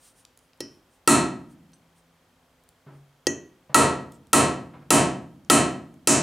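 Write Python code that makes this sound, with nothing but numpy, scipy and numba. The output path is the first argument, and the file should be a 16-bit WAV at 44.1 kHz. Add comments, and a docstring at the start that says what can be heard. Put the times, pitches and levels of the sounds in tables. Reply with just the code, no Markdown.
"""Over steady room hush, hum and a faint periodic blip, fingers rustle as band-shaped noise and tick as short bursts.
A hammer drives a hand-held steel punch into steel on a log: a light tap and a full blow, later a tap and five blows.
Each stroke sums damped modes of punch, work and log with a resonant crack; echoes and a noise tail answer it.
After all but the last blow something loose drones as a decaying sine; dull thuds of noise over a low mode follow.
The camera's look-ahead limiter flattens the full blows."""
import sys
import numpy as np
from scipy import signal
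from scipy.fft import rfft, irfft, next_fast_len
from scipy.io import wavfile
from scipy.ndimage import uniform_filter1d, minimum_filter1d
from numba import njit

SR = 44100
rng = np.random.default_rng(int(sys.argv[2]) if len(sys.argv) > 2 else 0)


def int16_out(signal):
    """Quantize to a 16-bit WAV file."""
    q = np.round(np.clip(np.atleast_2d(signal).T, -1, 1) * 32767)
    wavfile.write(sys.argv[1], SR, q.astype(np.int16))


def boost_factor(decibels):
    """Convert a level in decibels to a linear amplitude factor."""
    exponent = np.asarray(decibels, float) / 20
    return 10 ** exponent


N = 274522  # length in samples

# Source levels are those ahead of the room, the high-pass on the hits and the limiter.
# Spectrum of the room hush, relative: frequency_hz, density_db
HUSH_SPECTRUM = [(15, -44), (25, -18.5), (48, -6.5), (135, -9.5), (167, -5.5), (202, -17.5), (259, -4),
                 (288, -13), (809, -12), (1090, -14), (3150, -22.5), (15200, -33), (16500, -43)]
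# Left-right likeness of the hush: frequency_hz, likeness (1 = nearly alike)
HUSH_LIKENESS = [(60, 1.0), (180, 1), (550, 0.91), (1650, 0.78), (4970, 0.62), (15000, 1)]
# Steady hum lines: frequency_hz, rms_db
HUM_LINES = [(57.5, -86.5), (259, -81.5), (521, -79)]
# Skin rubbing: centre_s, half_length_s, level_db, brightest_hz
RUBS = [(0.061, 0.037, -56, 8900), (0.193, .025, -60, 9400), (0.44, 0.026, -71.5, 9300),
        (0.734, 0.037, -73, 10700), (0.944, 0.027, -69, 8800), (1.516, 0.017, -66, 8950),
        (1.983, 0.019, -67, 8940), (2.962, 0.027, -74.5, 9060), (4.147, 0.016, -62, 8000)]
# Spectrum of rubbing skin, relative: frequency_hz, density_db
SKIN_SPECTRUM = [(1500, -13), (4000, -11), (7000, -8), (11000, -13.5), (15000, -17), (18000, -30.5)]
# Small clicks of fingers and grit on steel: centre_s, peak_db, pitch_hz, length_s
TICKS = [(0.252, -35.5, 6280, 0.0013), (0.3753, -41.5, 8700, 0.0011), (0.391, -48, 7940, .0008),
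         (0.534, -48, 4000, .0008), (0.576, -56, 8900, .0008), (1.72, -56, 10000, 0.0009),
         (1.7345, -47, 4500, 0.0018), (1.7385, -53, 4200, .0008), (2.638, -54, 9520, 0.00091),
         (2.6903, -43, 9300, .0008), (4.122, -44, 8300, .0025), (4.271, -49, 7120, .0008),
         (5.449, -48.5, 6120, .0008), (5.72, -46, 12500, 0.00092), (5.942, -51, 8000, 0.00086)]
# Touches of a small steel part: start_s, level_db
CHIMES = [(1.7325, -67.5), (1.7374, -59)]
# Modes of the small steel part: frequency_hz, level_db, t60_s
CHIME_MODES = [(6050, 3.5, 0.08), (8200, 0, .1), (10400, -10, 0.1)]
# First echoes off near surfaces: delay_s, level_db
WALL_ECHOES = [(.0022, -4), (.0037, -11.5), (.006, -15), (0.0085, -14)]
# Reverberation time of the room: frequency_hz, t60_s
ROOM_DECAY = [(60, 0.31), (200, 0.46), (700, 0.44), (2000, 0.4), (5000, 0.34), (9000, 0.26), (14000, 0.15)]
# Slow part of the reverberant tail: frequency_hz, level_db
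SLOW_TAIL = [(100, -16), (200, -23.5), (400, -37.5), (1000, -49.5), (3000, -61)]
# Left-right likeness of the tail: frequency_hz, likeness (1 = nearly alike)
ROOM_LIKENESS = [(60, 1), (150, 1), (380, 0.95), (950, 0.83), (2380, 0.9), (5980, 0.91), (15000, 1)]
# The room's strongest standing wave: frequency_hz, level_db, t60_s
STANDING_WAVE = (141, -26.5, 0.55)
# Light setting taps: start_s, stroke_level_db, crack_pitch_hz
TAPS = [(0.6053, -29.5, 5370), (3.2689, -18, 6360)]
# Full blows: start_s, stroke_level_db, crack_pitch_hz, peak_db (over the broad part of the crack),
# work_ring_db (not raised by the stroke level)
BLOWS = [(1.0754, 17, 8200, 5.5, 17.5), (3.7445, 17, 8200, 0, 18), (4.331, 17.5, 8200, 0.5, 16),
         (4.905, 18.5, 8200, 0.5, 16), (5.4993, 18, 8200, 3.5, 14.5), (6.073, 17.5, 7375, 10, 4.5)]
# How a tap splits its force, relative to the stroke level: punch_db, log_db, thump_db (direct body over
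# that sent to the room), close_db (near crack), click_db, width (share of crack pitch), chatter_s (t60)
TAP_SPLIT = dict(punch_db=-9.5, log_db=5.5, thump_db=1.5, close_db=10.5, click_db=12.5, width=0.11, chatter_s=0.0045)
# How a full blow splits its force: the same names and units
BLOW_SPLIT = dict(punch_db=-21.5, log_db=-12, thump_db=-0.26, close_db=5, click_db=-2.5, width=0.33, chatter_s=0.014)
# Modes of the steel punch: frequency_hz, level_db, t60_s
PUNCH_MODES = [(1928, -8.5, 0.12), (2660, -2.5, .025), (3090, -2.5, 0.02), (4283, -0.5, 0.018),
               (4820, -7, .008)]
# Modes of the steel work: frequency_hz, level_db, t60_s
WORK_MODES = [(560, -1.5, 0.0076), (747, 1, .011), (942, 0.5, 0.012), (1100, 2, 0.012), (1317, -4.5, 0.024)]
# Modes of the log: frequency_hz, level_db, t60_s
LOG_MODES = [(89.8, -20, 0.26), (143, -18, 0.1), (213, -13.5, 0.052), (295, -2.5, 0.02), (342, 11, 0.013),
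             (467, 5, 0.012), (668, -3.5, 0.021)]
# Broad part of the crack, relative: frequency_hz, gain_db
CRACK_SPECTRUM = [(100, 10.5), (500, 12.5), (1200, 5), (3000, -5), (5000, -6), (10000, 2), (11500, -8.5),
                  (15000, -13.5), (20000, -29.5)]
# First touch of the faces, relative: frequency_hz, gain_db
CLICK_SPECTRUM = [(500, -32), (2000, -12.5), (4500, -0.5), (7000, -1.5), (12000, -14.5), (16000, -19.5)]
# Drones after blows: start_s, frequency_hz, level_db, t60_s
DRONES = [(1.08, 167, -50, 3.9), (3.749, 181, -54, 1.5), (4.34, 181, -48.5, 2.5), (4.909, 181, -48, 1.2),
          (5.508, 181, -57.5, 0.92)]
# Far thuds: start_s, level_db, length_s, brightness_hz, low_mode_db
THUDS = [(2.863, -49.5, 0.07, 1400, 8.5), (3.694, -45.5, 0.041, 1500, 6.5),
         (4.735, -46.5, 0.043, 1800, 0.5), (4.812, -49.5, 0.025, 1500, 3.5), (5.934, -53, 0.014, 500, -6)]


def unit(x):
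    """Root-mean-square normalisation: scales x to rms 1."""
    return x / np.sqrt(np.mean(x ** 2) + 1e-20)


def along(points, hz):
    """Interpolation on a logarithmic frequency axis through (frequency_hz, value) points."""
    f, v = np.transpose(points)
    return np.interp(np.log(hz + 1), np.log(f + 1), v)


def coloured(x, response):
    """Linear filtering: the spectrum of x is multiplied by a response of frequency."""
    size = next_fast_len(x.shape[-1] + 8192)  # zero padding keeps the end off the start
    spectrum = rfft(x, size) * response(np.fft.rfftfreq(size, 1 / SR))
    return irfft(spectrum, size)[..., :x.shape[-1]]


def paired(noises, likeness):
    """Interaural coherence: the mid-side balance of two unrelated noises sets left-right likeness."""
    def turn(hz):
        return np.arccos(np.clip(along(likeness, hz), -1, 0.98)) / 2
    mid, side = coloured(noises, lambda hz: np.array([np.cos(turn(hz)), np.sin(turn(hz))]))
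    return np.array([mid + side, mid - side])


def ring(modes, t, scatter_db):
    """Modal superposition: exponentially damped sines, each with a randomly scattered strength."""
    hz, db, t60 = np.transpose(modes)[:, :, None]
    db = db + scatter_db * rng.standard_normal(db.shape)
    return np.sum(boost_factor(db - 60 * t / t60) * np.sin(2 * np.pi * hz * t), axis=0)


def add(track, start_s, sound):
    """Linear superposition of a sound on a track from its start time."""
    part = track[round(start_s * SR):][:len(sound)]
    part += sound[:len(part)]


def hush():
    """Stationary noise: filtered white noise, partly coherent between the ears, with steady hum lines."""
    air = coloured(rng.standard_normal((2, N)), lambda hz: boost_factor(along(HUSH_SPECTRUM, hz)))
    t = np.arange(N) / SR
    hum = sum(np.sqrt(2) * boost_factor(rms_db) * np.sin(2 * np.pi * hz * t) for hz, rms_db in HUM_LINES)
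    return boost_factor(-64) * unit(paired(air, HUSH_LIKENESS)) + hum


def frame_tick():
    """Periodic pulse train: the camera's faint blip, a Gaussian-windowed tone thirty times a second."""
    since_s = (np.arange(N) / SR - 0.025) % (1 / 30)
    envelope = np.exp(-0.5 * ((since_s - 0.004) / 0.0015) ** 2)
    return boost_factor(-67.5) * envelope * np.sin(2 * np.pi * 3200 * since_s)


def rubbing():
    """Friction noise: random fine contacts as the grip shifts give short Gaussian swells of hiss."""
    out, t = np.zeros(N), np.arange(SR // 4) / SR
    for centre_s, half_length_s, level_db, brightest_hz in RUBS:
        def skin(hz):
            peak = 0.59 * np.exp(-((hz - brightest_hz) / 900) ** 2)
            return boost_factor(along(SKIN_SPECTRUM, hz)) + peak
        hiss = unit(coloured(rng.standard_normal(len(t)), skin))
        start_s = max(centre_s - t[-1] / 2, 0)
        swell = np.exp(-0.5 * ((t + start_s - centre_s) / half_length_s) ** 2)
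        add(out, start_s, boost_factor(level_db) * swell * hiss)
    return out


def ticks():
    """Impulsive contact: brief band-limited noise bursts, and the damped modes of a small steel part."""
    out, t = np.zeros(N), np.arange(SR // 5) / SR
    lead_s, width = 0.01, 0.77  # room for the burst's rise; bandwidth as a share of its pitch
    for centre_s, peak_db, pitch_hz, length_s in TICKS:
        grit = np.exp(-((t - lead_s) / length_s) ** 2) * rng.standard_normal(len(t))
        grit = coloured(grit, lambda hz: np.exp(-((hz / pitch_hz - 1) / width) ** 2))
        add(out, centre_s - lead_s, boost_factor(peak_db) * grit / np.abs(grit).max())
    for start_s, level_db in CHIMES:
        add(out, start_s, boost_factor(level_db) * ring(CHIME_MODES, t, scatter_db=2))
    return out


def room(near, sent):
    """Reverberation: discrete early echoes, then a diffuse tail that swells and decays band by band."""
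    hz, t, z = signal.stft(rng.standard_normal((2, 2 * SR)), SR, nperseg=512)
    main_fade = boost_factor(-60 * t / along(ROOM_DECAY, hz)[:, None])
    slow_fade = boost_factor(along(SLOW_TAIL, hz)[:, None] - 60 * t / 1.25)  # the bass lingers
    evened = z / np.sqrt(np.abs(z))  # square-root magnitudes fluctuate less
    noise = signal.istft(evened * (main_fade + slow_fade), SR, nperseg=512)[1]
    tail = paired(noise, ROOM_LIKENESS)
    tail_s = np.arange(tail.shape[1]) / SR
    tail = tail * (1 - np.exp(-tail_s / 0.0036))
    tail = boost_factor(-4.5) * tail / np.linalg.norm(tail[0])
    tail = tail + boost_factor(-30) * ring([STANDING_WAVE], tail_s, scatter_db=0)
    echoes = sum(boost_factor(level_db) * np.roll(near, round(delay_s * SR)) for delay_s, level_db in WALL_ECHOES)
    return echoes + signal.fftconvolve(sent[None], tail, axes=1)[:, :N]


def causal(gain, size):
    """Minimum phase: the folded cepstrum gives the most compact causal response with this gain."""
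    cepstrum = irfft(np.log(gain(np.fft.rfftfreq(2 * size, 1 / SR)) + 1e-6))
    folded = np.r_[cepstrum[0], 2 * cepstrum[1:size], np.zeros(size)]
    return irfft(np.exp(rfft(folded)))[:size]


def stroke(crack_hz, peak_db, work_db, punch_db, log_db, thump_db, close_db, click_db, width, chatter_s):
    """Impact excitation: modes ring and the meeting faces crack near a pitch: (direct, sent to the room)."""
    t = np.arange(SR // 4) / SR
    driven = boost_factor(work_db) * ring(WORK_MODES, t, scatter_db=2) + boost_factor(log_db) * ring(LOG_MODES, t, scatter_db=3)
    driven = driven * (1 - np.exp(-(t / 0.002) ** 2))  # the push builds up behind the crack
    body = driven + boost_factor(punch_db) * ring(PUNCH_MODES, t, scatter_db=3.5)

    def crack(hz):
        resonance = 1 / (1 + ((hz / crack_hz - 1) / width) ** 2) ** 2
        return boost_factor(along(CRACK_SPECTRUM, hz) - peak_db) + resonance

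    def smear(pulse, noise):
        return signal.fftconvolve(pulse, noise / np.linalg.norm(noise))[:len(t)]

    snap = causal(crack, size=len(t))
    snap = snap / np.abs(snap).max()
    click = causal(lambda hz: boost_factor(along(CLICK_SPECTRUM, hz)), size=len(t))  # too brief to fill the room
    click = click / np.abs(click).max()
    decay = boost_factor(-60 * t / chatter_s)
    chatter = np.diff(decay * rng.standard_normal(len(t)), prepend=0)  # differencing brightens it
    grit = decay * rng.standard_normal(len(t))
    close = boost_factor(close_db) * smear(snap, chatter) + boost_factor(click_db) * smear(click, grit)
    return boost_factor(thump_db) * body + close, body + boost_factor(10) * snap


def hammer():
    """Superposed impacts: light taps crack narrowly and hardly move the work; full blows drive it."""
    near, sent = np.zeros(N), np.zeros(N)
    strokes = []
    for start_s, level_db, crack_hz in TAPS:
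        sounds = stroke(crack_hz, peak_db=25.5, work_db=-34.5, **TAP_SPLIT)
        strokes.append((start_s, level_db, sounds))
    for start_s, level_db, crack_hz, peak_db, work_ring_db in BLOWS:
        sounds = stroke(crack_hz, peak_db, work_ring_db - level_db, **BLOW_SPLIT)
        strokes.append((start_s, level_db, sounds))
    for start_s, level_db, (direct, wet) in strokes:
        add(near, start_s, boost_factor(level_db) * direct)
        add(sent, start_s, boost_factor(level_db) * wet)
    return near, sent


def sheet():
    """Free damped vibration: something loose nearby drones after a blow as one decaying sine."""
    out, t = np.zeros(N), np.arange(3 * SR) / SR
    for start_s, hz, level_db, t60_s in DRONES:
        add(out, start_s, boost_factor(level_db - 60 * t / t60_s) * np.sin(2 * np.pi * hz * t))
    return out


def thuds():
    """Soft impact: a drawn-out contact gives dull low-passed noise over a low mode."""
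    out, t = np.zeros(N), np.arange(SR // 2) / SR
    for start_s, level_db, length_s, brightness_hz, low_mode_db in THUDS:
        def dull(hz):
            return hz / (hz + 90) / (1 + (hz / brightness_hz) ** 2) / (1 + hz / 500)
        shape = (1 - np.exp(-t / 0.0016)) * np.exp(-(t / length_s) ** 2)
        low_mode = boost_factor(low_mode_db) * np.sin(2 * np.pi * 143 * t)
        scrape = unit(coloured(rng.standard_normal(len(t)), dull))
        add(out, start_s, boost_factor(level_db) * shape * (low_mode + scrape))
    return out


def scene():
    """Direct and reverberant fields: hits sound both ways, high-passed; drone, rubbing and hush stay dry."""
    background, rubs, clicks = hush(), rubbing(), ticks()
    near, sent = hammer()
    far = thuds()
    reverberant = room(near, sent + boost_factor(-6.5) * clicks + far)
    hits = near + clicks + 0.93 * far + reverberant
    hits = signal.sosfilt(signal.butter(N=2, Wn=140, btype="high", fs=SR, output="sos"), hits)
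    return hits + sheet() + rubs + background


@njit
def recover(need_db, keep):
    """Exponential relaxation: gain follows a drop at once and climbs back gradually."""
    out = need_db.copy()
    for i in range(1, len(out)):
        out[i] = min(need_db[i], out[i - 1] * keep)
    return out


def limiter(x, top_db, ahead_s, release_s):
    """Automatic gain control: one look-ahead gain for both sides ducks peaks above the top, then recovers."""
    need_db = np.minimum(0, top_db - 20 * np.log10(np.abs(x).max(axis=0) + 1e-9))
    size = round(ahead_s * SR)
    held_db = recover(minimum_filter1d(need_db, size=2 * size + 1), np.exp(-1 / (release_s * SR)))
    return x * boost_factor(uniform_filter1d(held_db, size=size))


def low_pass(x):
    """Removes everything above the highest recorded frequency."""
    return signal.sosfilt(signal.butter(12, 16780, fs=SR, output="sos"), x)


def record(dry):
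    """Peak limiting and band limitation: the blip joins the scene ahead of the limiter and low-pass."""
    heard = limiter(dry + frame_tick(), top_db=-3.3, ahead_s=0.00055, release_s=0.062)
    heard = signal.sosfilt(signal.butter(N=8, Wn=16000, fs=SR, output="sos"), heard)
    return low_pass(heard)


dry = scene()
out = record(dry)
int16_out(out)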